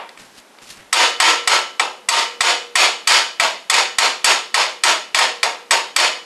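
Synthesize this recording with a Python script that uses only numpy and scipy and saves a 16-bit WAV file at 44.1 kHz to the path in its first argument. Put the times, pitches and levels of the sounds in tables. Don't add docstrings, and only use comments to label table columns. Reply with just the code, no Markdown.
import sys
import numpy as np
from scipy import signal
from scipy.fft import rfft, irfft
from scipy.io import wavfile
from scipy.ndimage import uniform_filter1d

SR = 44100
rng = np.random.default_rng(int(sys.argv[2]) if len(sys.argv) > 2 else 0)


def unload_wav(signal):
    wavfile.write(
        sys.argv[1],
        SR,
        np.round(np.clip(np.atleast_2d(signal).T, -1, 1) * 32767).astype(np.int16),
    )


N = 275625


def amp(db):
    return 10 ** (np.asarray(db) / 20)


def unit(x):
    return x / np.sqrt(np.mean(x ** 2) + 1e-20)


def read(points, hz):
    f, value = np.transpose(points)
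    return np.interp(np.log(hz + 1), np.log(f + 1), value)


def add(mix, start_s, sound):
    part = mix[max(round(start_s * SR), 0):][:len(sound)]
    part += sound[:len(part)]


def noise(length):
    return rng.standard_normal(length)


def colour(x, spectrum):
    hz = np.fft.rfftfreq(len(x), 1 / SR)
    return unit(irfft(rfft(x) * amp(read(spectrum, hz)), len(x)))


def wobble(length, size):
    return unit(uniform_filter1d(noise(length), size=size))


def tone(hz, bass_db, treble_db, bass_hz=1150, treble_hz=5000):
    bass = 1 / (1 + (hz / bass_hz) ** 4)
    treble = 1 - 1 / (1 + (hz / treble_hz) ** 4)
    return amp(bass_db * bass + treble_db * treble)


def modes(table, t, spot, bass_db, treble_db, scatter_db, detune, phase_spread):
    hz, tip_db, t60, gained_db = np.transpose(table)[:, :, None]
    size, shift, phase = rng.standard_normal((3, len(hz), 1))
    cycles = hz * (1 + detune * shift) * t + phase_spread * phase
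    angle = np.float32(2 * np.pi * cycles)
    fade = np.exp(np.float32(-np.log(1000) / t60 * t))
    gain = amp(tip_db + spot * gained_db + scatter_db * size) * tone(hz, bass_db, treble_db)
    return (gain * (fade * np.sin(angle))).sum(0)


def bench_pattern():
    return noise(SR * 3 // 4)


# [f/Hz, relative level/dB per Hz]
RING_SPECTRUM = [(60, -79), (170, -38), (280, -16), (450, -7), (920, 3), (1200, 1), (1500, -1), (2300, 1),
                 (4800, -4), (6000, -8), (8000, -13.5), (10800, -21.5), (12500, -31.5)]
# [f/Hz, t60/s]
RING_DECAY = [(200, 0.45), (530, 0.43), (1000, 0.34), (1800, 0.38), (3700, 0.41), (7000, 0.36),
              (12000, 0.3)]
# [centre f/Hz, width/Hz, level/dB]
MODE_BUNCHES = [(3950, 160, -3), (6100, 300, -3.5), (6800, 330, 4), (7380, 130, -6), (7620, 90, 4),
                (11720, 170, 5)]
SPREAD_S, SPREAD_SLOPE = 0.016, 0.83


def dense_ring(pattern, bass_db, treble_db):
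    n = len(pattern)
    t, hz = np.arange(n) / SR, np.fft.rfftfreq(n, 1 / SR)
    alike = read([(700, .5), (3000, .3)], hz)
    mixed = alike * rfft(pattern) + np.sqrt(1 - alike ** 2) * rfft(noise(n))
    bunch_db = sum(db * np.exp(-((hz - centre) / width) ** 2) for centre, width, db in MODE_BUNCHES)
    favour_db = 2.0 * wobble(len(hz), size=50)
    dense = colour(irfft(mixed * amp(bunch_db + favour_db), n), RING_SPECTRUM)

    band_hz, age, bands = signal.stft(dense, SR, nperseg=512)
    t60 = read(RING_DECAY, band_hz)[:, None]
    spread_s = SPREAD_S * (1000 / np.maximum(band_hz, 1000)) ** SPREAD_SLOPE
    fade = np.exp(-np.log(1000) * age / t60)
    build = 1 - np.exp(-age / spread_s[:, None])
    bands = bands * tone(band_hz, bass_db, treble_db)[:, None] * fade * build
    chatter = amp(1.3 * wobble(n, size=220) * np.exp(-t / .15))
    return signal.istft(bands, SR)[1][:n] * chatter


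# [f/Hz, level at the plate's tip/dB, t60/s, level gained at mid-weld/dB]
BENCH_MODES = [(370, -22, .7, 0), (447, -19, .5, 0), (478, -19, 1.7, -9), (513, -13, .5, 0),
               (592, -18, .5, 0), (738, -10, .42, 0), (900, 0, .3, -1), (921, 6.5, .33, 0),
               (957, 1, .31, -3), (993, -1, .36, -3), (1029, -6, .45, 0), (1109, -8, .45, 0),
               (1210, -4, .45, -4), (1332, -2, .5, -7), (1643, -9, .45, 0), (1826, -8, .4, 0),
               (1905, -10, .4, 3), (2090, -6, .4, -3), (2409, -8, .4, 0), (2509, -7, .45, 0),
               (2970, -4, .58, -6), (3526, -8, .38, 3), (4405, -9, .36, 4), (4580, -10, .34, 4),
               (6933, -11, .38, 0), (7640, -15, .33, 4), (8855, -20, .35, 0)]


def ring(pattern, bass_db, treble_db, spot=0, dense_db=3, clear_db=-10.5, build_s=0.019):
    t = np.arange(len(pattern)) / SR
    dense = dense_ring(pattern, bass_db, treble_db)
    clear = modes(BENCH_MODES, t, spot, bass_db, treble_db, scatter_db=2.5, detune=.002, phase_spread=.12)
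    build = 1 - np.exp(-t / build_s)
    return amp(dense_db) * dense + amp(clear_db) * clear * build


# [f/Hz, relative level/dB per Hz]
AIR_SPECTRUM = [(25, -19), (90, -28), (200, 0), (450, 2), (900, 1), (2200, -5), (5000, -10.5),
                (12000, -17.5)]


def workshop_air(level_db=-48):
    return amp(level_db) * colour(noise(N), AIR_SPECTRUM)


# [f/Hz, level at the plate's tip/dB, t60/s, level gained at mid-weld/dB]
CLANK_MODES = [(70, -58, 0.05, 21), (746, -9.5, 0.067, -4), (1071, -1, 0.06, -2.5), (1297, -2.5, 0.064, -2),
               (1881, 0, 0.039, 6.5), (2020, 4, 0.023, -0.5), (2330, -0.5, 0.038, 4.5),
               (3512, -6.5, 0.045, 5.5), (4590, -13, 0.093, 9), (6630, -19, 0.071, 12),
               (7700, -12.5, 0.081, 6.5), (8050, -1, 0.061, -4.5), (9460, -18, 0.031, 11.5),
               (11500, -28, 0.032, 12)]
# [f/Hz, relative level/dB per Hz]
CRACK_SPECTRUM = [(30, -61), (300, -31), (700, -22), (1500, -3), (2200, 1), (5000, 1.5), (6000, -4.5),
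                  (8200, -8), (10500, -11.5), (12500, -22.5)]


def clank(treble_db, spot=0, modes_db=-6, crack_db=-2, crack_s=0.0061, rise_s=0.00073):
    t = np.arange(SR // 10) / SR
    steel = modes(CLANK_MODES, t, spot, 0, treble_db, scatter_db=1.5, detune=.003, phase_spread=1)
    grit = colour(noise(len(t)), CRACK_SPECTRUM)
    shelf = tone(np.fft.rfftfreq(len(t), 1 / SR), 0, treble_db)
    grit = irfft(rfft(grit) * shelf, len(t)) * np.exp(-t / crack_s)
    rise = 1 - np.exp(-t / rise_s)
    return (amp(modes_db) * steel + amp(crack_db) * grit) * rise


# [t/s, level/dB, treble level/dB, ring level over the knock/dB]
TOOL_KNOCKS = [(.091, -23.5, -9, -25), (.175, -28, -5, -28), (.586, -28, -20, -22)]


def handling(pattern, settle_db=-29, settle_ago_s=0.031, damping_s=0.0035):
    out = np.zeros(N)
    bump = ring(pattern, bass_db=6, treble_db=-27, spot=1)
    add(out, 0, amp(settle_db) * bump[round(settle_ago_s * SR):])
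    for start_s, db, treble_db, ring_db in TOOL_KNOCKS:
        tick = clank(treble_db)
        damping = np.exp(-np.arange(len(tick)) / SR / damping_s)
        add(out, start_s, amp(db) * tick * damping)
        add(out, start_s, amp(db + ring_db) * ring(pattern, 0, treble_db))
    return out


# [f/Hz, relative level/dB per Hz]
HISS_SPECTRUM = [(1000, -9), (2500, -1.5), (4500, -1), (7000, -4), (10000, -9), (12500, -13)]
# [f/Hz, relative level/dB per Hz]
BODY_SPECTRUM = [(80, -3), (220, 1.5), (450, -10), (1000, -7), (2000, -0.5), (3500, -9), (8000, -35)]
# [t of firmest pressure/s, swell/s, fade/s, hiss level/dB, body level over the hiss/dB]
HAND_SLIDES = [(0.199, 0.013, 0.056, -41.5, -1), (0.393, 0.035, 0.013, -42.5, -5),
               (0.623, 0.0049, 0.04, -45, -3), (0.705, 0.028, 0.045, -37, -15),
               (0.795, 0.028, 0.051, -53.5, 9.5)]


def sliding(grain_db=2.0):
    t = np.arange(N) / SR
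    hiss = colour(noise(N), HISS_SPECTRUM)
    body = colour(noise(N), BODY_SPECTRUM)
    catches = unit(amp(grain_db * wobble(N, size=180)))
    out = np.zeros(N)
    for peak_s, swell_s, fade_s, db, body_db in HAND_SLIDES:
        pressure = np.exp(-np.maximum((peak_s - t) / swell_s, (t - peak_s) / fade_s))
        out += amp(db) * pressure * (hiss + amp(body_db) * body)
    return out * catches


def crush(lead_s):
    rise = np.linspace(0, 1, max(round(lead_s * SR), 16))
    return colour(noise(len(rise)), RING_SPECTRUM) * rise


# [t/s, force level/dB, clank level over the force/dB, contact brightness/dB]
HAMMER_BLOWS = [(0.9285, 2.5, 0.7, 6), (1.2013, 2, 1.5, -1), (1.4747, -4.5, 0.8, 4),
                (1.7961, -19.5, 5.5, -8.5), (2.0879, -1.5, 2, 7), (2.407, -1.5, 2, 1), (2.7555, 0, -1, 3),
                (3.0736, 0.8, -4, 6), (3.3982, -10, 1.5, -3.5), (3.6991, -0.7, -1.5, 6.5),
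                (3.9849, -5, -1.4, 4), (4.2441, -4, -2, 8.5), (4.543, -6, 0.5, 1), (4.8365, -5.5, -1.5, 4),
                (5.1464, -3, -1, 0), (5.4302, -17.5, -0.5, -0.5), (5.7086, -11.5, -1, 4),
                (5.9631, -3, 0, 5.5)]
# [t/s, distance from the tip (0 = tip, 1 = mid-weld)]
WELD_SPOT = [(1.5, 0.11), (3, 0.68), (6, 0.75)]
# [delay t/s, level/dB]
CLANK_PATHS = [(0, -1), (.0054, -17.5)]
# [t/s, level/dB]
PLATE_SLAPS = [(3.12, -2), (3.741, 1.5), (4.868, -13), (5.188, -2.5), (5.998, -1)]
RING_BASS_DB, BASS_FALL = -2.13, 0.47
TIP_BASS_DB = 2
RING_TREBLE_DB, BRIGHT_SHARE = 1.43, 0.29


def hammering(pattern, contact_db=12.5, crush_db=-19, lead_s=0.0026):
    out = np.zeros(N)
    for start_s, force_db, clank_db, bright_db in HAMMER_BLOWS:
        add(out, start_s - lead_s, amp(force_db + crush_db) * crush(lead_s))
        spot = np.interp(start_s, *np.transpose(WELD_SPOT))
        hit = amp(force_db + clank_db + contact_db) * clank(bright_db, spot)
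        for delay_s, db in CLANK_PATHS:
            add(out, start_s + delay_s, amp(db) * hit)
        bass_db = RING_BASS_DB - BASS_FALL * force_db + TIP_BASS_DB * (1 - spot)
        treble_db = RING_TREBLE_DB + BRIGHT_SHARE * bright_db
        add(out, start_s, amp(force_db) * ring(pattern, bass_db, treble_db, spot))
    for start_s, db in PLATE_SLAPS:
        add(out, start_s, amp(db) * clank(treble_db=1.0, spot=0.95))
    return out


def scene():
    pattern = bench_pattern()
    mono = handling(pattern) + workshop_air() + sliding() + hammering(pattern)
    return np.array([mono, mono])


def band_limit(x, edge_hz=12500):
    low_pass = signal.firwin(301, edge_hz, window=("kaiser", 8), fs=SR)
    return signal.oaconvolve(x, low_pass[None], "same")


def record(dry, threshold_db=-7.5, release_db_per_s=215):
    sound = band_limit(dry)
    power = uniform_filter1d((sound ** 2).mean(0), size=61)
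    power_db = 10 * np.log10(abs(power) + 1e-12)
    excess_db = np.maximum(power_db - threshold_db, 0)
    recovery = release_db_per_s * np.arange(N) / SR
    duck_db = np.maximum.accumulate(excess_db + recovery) - recovery
    limited = sound * amp(-uniform_filter1d(duck_db, size=41))
    rounded = limited / (1 + (limited / .84) ** 8) ** (1 / 8)
    return band_limit(rounded)


dry = scene()
out = record(dry)
unload_wav(out)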